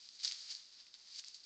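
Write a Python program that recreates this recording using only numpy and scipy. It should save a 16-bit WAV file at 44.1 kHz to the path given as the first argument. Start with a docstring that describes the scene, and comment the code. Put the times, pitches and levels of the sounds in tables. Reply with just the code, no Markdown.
"""Wild boar walk through dry reed litter. Each step crushes it into a swell of tiny brittle fractures;
single stalks snap and ring as damped resonators, and stirred leaves keep crackling in between.
The reed bed scatters the sound briefly. A faint steady hiss lies beneath, and the small microphone
port of a nearby trail camera resonates near 4.7 kHz."""
import sys
import numpy as np
from scipy import signal
from scipy.fft import rfft, irfft
from scipy.io import wavfile
from scipy.ndimage import uniform_filter1d

SR = 44100
rng = np.random.default_rng(int(sys.argv[2]) if len(sys.argv) > 2 else 0)


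def unload_wav(signal):
    """Save mono or channel-first audio to the path in sys.argv[1] as 16-bit WAV at rate SR, clipped to [-1, 1]."""
    wavfile.write(
        sys.argv[1],
        SR,
        np.round(np.clip(np.atleast_2d(signal).T, -1, 1) * 32767).astype(np.int16),
    )


N = 63945

# Steps and shoves: peak t/s, level/dB, rise/s, fall/s, crunch/dB, treble/dB (last two re the step)
FOOTFALLS = [(.055, -60, 0.0856, 0.027, -17.5, 0.5), (.16, -63, 0.041, 0.0188, -14, 6.5),
             (.2, -51.5, 0.007, 0.06, -6, -2.5), (0.237, -41, 0.00458, 0.0096, -6, 2.5),
             (0.251, -37, 0.01007, 0.0139, -1.5, 3), (0.277, -41, 0.0096, 0.037, -7.5, -0.5),
             (.32, -53, .01, 0.081, 1.5, 3), (0.419, -53, 0.13, 0.105, -1, 0.5),
             (0.514, -44, 0.0258, 0.0234, -2, 0.5), (.565, -55, 0.0212, 0.064, -1, -0.5),
             (.735, -60.5, 0.014, 0.0304, 1, -5.5), (.803, -55.5, 0.0281, 0.0186, 2, -8),
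             (0.876, -60.5, 0.012, 0.014, 1, -10), (.95, -55.5, 0.0073, 0.011, 0, -5.5),
             (1.0, -62, 0.0182, 0.0308, 5, -9), (1.075, -61, 0.022, 0.0297, 3, -2),
             (1.161, -52.5, 0.057, 0.0284, -7, 0.5), (1.192, -45.5, 0.0144, 0.0123, -3.5, 4.5),
             (1.274, -55, 0.031, 0.0402, -11, 0), (1.348, -56.5, 0.0079, 0.0248, -7.5, 5),
             (1.438, -57, 0.0052, 0.011, -14.5, -0.5)]
# Spectrum of crushed leaves: f/Hz, level/dB
LEAF_SPECTRUM = [(300, -27), (700, -19.5), (1400, -11.5), (2400, -2.5), (4500, 4.5), (7000, -0.5),
                 (9000, -3.5)]
# Spectrum of the packed layer below: f/Hz, level/dB
CRUNCH_SPECTRUM = [(40, -40), (150, -26.5), (350, -16.5), (600, -2), (1200, 3.5), (2200, 4.5), (3500, -16),
                   (8000, -24.5)]

def steps(t, fractures_per_s=4500, splinter_hz=5720):
    """Incoherent addition: leaves fracture and rub, packed litter crunches, and steps sum in power."""
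    leaf_power, crunch_power, treble_power = np.zeros((3, N))
    for at, db, rise, fall, crunch_db, treble_db in FOOTFALLS:
        press = undb(db) * np.exp(-np.maximum((at - t) / rise, (t - at) / fall))
        leaf_power += press ** 2
        crunch_power += (press * undb(crunch_db)) ** 2
        treble_power += (press * undb(treble_db)) ** 2
    fractures = crackle(fractures_per_s, spread_db=13)
    rubbing = undb(-.5) * rng.standard_normal(N)
    leaves = unit(colour(fractures + rubbing, LEAF_SPECTRUM))
    highpass = signal.butter(4, splinter_hz, "high", fs=SR, output="sos")
    treble = signal.sosfiltfilt(highpass, leaves)  # the finest splinters
    impulses = rng.standard_normal(N) * (rng.random(N) < fractures_per_s / SR)
    crunch = undb(-14.5) * np.sqrt(crunch_power) * unit(colour(impulses, CRUNCH_SPECTRUM))
    return undb(6) * (np.sqrt(leaf_power) * (leaves - treble) + np.sqrt(treble_power) * treble + crunch)


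# Breaking stalks: t/s, relative level/dB, resonance f/Hz, bandwidth as a fraction of f
STALK_BREAKS = [(0.0894, -36, 4080, 0.35), (0.192, -40, 4700, .3), (0.1997, -47.5, 4400, 0.18),
                (0.248, -22, 4960, 0.122), (.2505, -32.5, 5600, 0.397), (0.274, -34, 4500, 0.3),
                (0.2776, -29.5, 4000, 0.303), (.28, -30, 4600, .3), (0.3129, -25.5, 2845, 0.47),
                (.3218, -24, 4410, 0.84), (.3466, -36.5, 3740, 0.33), (0.41, -43, 3400, 0.34),
                (.5508, -31, 4495, 0.238), (.867, -43, 2470, 0.33), (0.9409, -36.5, 3647, .07),
                (.9422, -42.5, 5440, .3), (1.1597, -37.5, 5600, 0.334), (1.1917, -39.5, 4830, 0.41),
                (1.1951, -31.5, 3225, 0.304), (1.24, -36, 1960, 0.69), (1.2461, -35.5, 5200, 0.29),
                (1.2839, -31.5, 6730, 0.42), (1.3452, -37, 4540, 0.2), (1.3575, -43.5, 4300, 0.5),
                (1.4031, -47, 4550, .15)]
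# Spectrum shared by all stalks: f/Hz, level/dB
STALK_SPECTRUM = [(60, -30.5), (400, -18), (1200, -3.5), (2500, 0.5), (9000, 1)]

def snaps(t, splinter_s=.00081):
    """Impulse excitation: a sharp break and milliseconds of splintering ring each stalk at its pitch."""
    out, age = np.zeros(N), t[:SR // 20]
    for at, db, hz, width in STALK_BREAKS:
        splinters = rng.standard_normal(len(age)) * age * np.exp(-age / splinter_s)
        force = undb(-7.5) * splinters / np.linalg.norm(splinters)
        force[0] += 1  # the break itself
        click = undb(-23) * force
        crack = ring(force, hz, width) + click
        crack *= undb(db + 12.5) / np.linalg.norm(crack)
        start = int(at * SR)
        out[start:start + len(age)] += crack[:N - start]
    return colour(out, STALK_SPECTRUM)


# Envelope of the stirred leaves, with one brief lull: t/s, relative level/dB
STIR_ENVELOPE = [(0, 1), (.65, 0), (.85, -1.5), (.92, -12.5), (.96, -1.5), (1.2, -1), (1.45, -0.5)]
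# Spectrum of the stirred leaves: f/Hz, level/dB
STIR_SPECTRUM = [(300, -26), (700, -17), (1400, -9), (2400, -4), (4400, 2), (6000, 0.5), (9000, -5.5)]

def stirred_leaves(t):
    """Shot noise: disturbed leaves tick faintly at independent, random instants."""
    db = -60.5 + np.interp(t, *np.array(STIR_ENVELOPE).T)
    ticks = crackle(per_s=2500, spread_db=19.5)
    return undb(db) * unit(colour(ticks, STIR_SPECTRUM))


def crackle(per_s, spread_db, pieces=12):
    """Poisson process: fractures of very unequal size excite the resonances of leaf pieces."""
    out = np.zeros(N)
    for hz in np.linspace(900, 8500, pieces):
        chance, size = rng.random((2, N))
        clicks = (chance < per_s / pieces / SR) * undb(-spread_db * np.sqrt(size))
        out += unit(ring(clicks, hz, width=.39 * np.sqrt(4500 / hz)))
    local_power = uniform_filter1d(out ** 2, size=1300)
    return out / np.sqrt(local_power + np.mean(out ** 2) / 20)  # evens out the level


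def reed_bed(x, t, t60_s=.2, build_s=.0043):
    """Multiple scattering: many thin stems return a short, dense tail."""
    tail = rng.standard_normal(N) * undb(-60 * t / t60_s) * (1 - np.exp(-t / build_s))
    return x + undb(-14) * signal.fftconvolve(x, tail / np.linalg.norm(tail))[:N]


# Spectrum of the hiss: f/Hz, level/dB
NOISE_SPECTRUM = [(25, -3.5), (60, -4), (130, -5), (180, -3), (230, 1), (320, 1), (420, -2.5), (1200, -1),
                  (2200, -4), (4500, 2.5), (8000, -5.5), (12000, -10.5)]

def hiss():
    """Stationary Gaussian noise: a faint, broadband floor."""
    return undb(-60.5) * unit(colour(rng.standard_normal(N), NOISE_SPECTRUM))


def ring(x, hz, width):
    """Damped resonance with quality factor 1 / width."""
    return signal.lfilter(*signal.iirpeak(hz, 1 / width, fs=SR), x)


def colour(x, points, size=2048):
    """Minimum-phase filtering through points of f/Hz, level/dB."""
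    hz, db = np.array(points, float).T
    f = np.maximum(np.fft.rfftfreq(size, 1 / SR), 1)
    gain = undb(np.interp(np.log(f), np.log(hz), db))
    cepstrum = irfft(np.log(gain))
    cepstrum[1:size // 2] *= 2  # folding makes the response causal
    cepstrum[size // 2 + 1:] = 0
    return signal.fftconvolve(x, irfft(np.exp(rfft(cepstrum))))[:len(x)]


def undb(db):
    """Amplitude ratio of a level in decibels."""
    return 10 ** (np.asarray(db) / 20)


def unit(x):
    """Normalisation to unit rms."""
    return x / np.sqrt(np.mean(x ** 2) + 1e-18)


def scene():
    """Superposition: steps, snaps and leaves, scattered by the reeds, add to the hiss."""
    t = np.arange(N) / SR
    noise_floor = hiss()
    litter = steps(t) + snaps(t) + stirred_leaves(t)
    return (reed_bed(litter, t) + noise_floor)[None]


# Frequency response of the microphone and its port: f/Hz, level/dB
PORT_RESPONSE = [(100, -13), (1000, -14), (2000, -10), (3000, -10), (3700, -5.5), (4250, -2.02),
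                 (4650, 1.67), (5300, -3.5), (5800, -6.5), (6500, -6.5), (7400, -10.5), (8100, -17.5),
                 (8700, -28.5), (9200, -48)]

def record(dry, cutoff_hz=9000):
    """Resonance and band limiting: the microphone port rings in the treble; the camera cuts the top."""
    heard = colour(dry[0], PORT_RESPONSE)
    lowpass = signal.ellip(10, .2, 80, cutoff_hz, fs=SR, output="sos")
    return signal.sosfilt(lowpass, heard)[None]


dry = scene()
out = record(dry)
unload_wav(out)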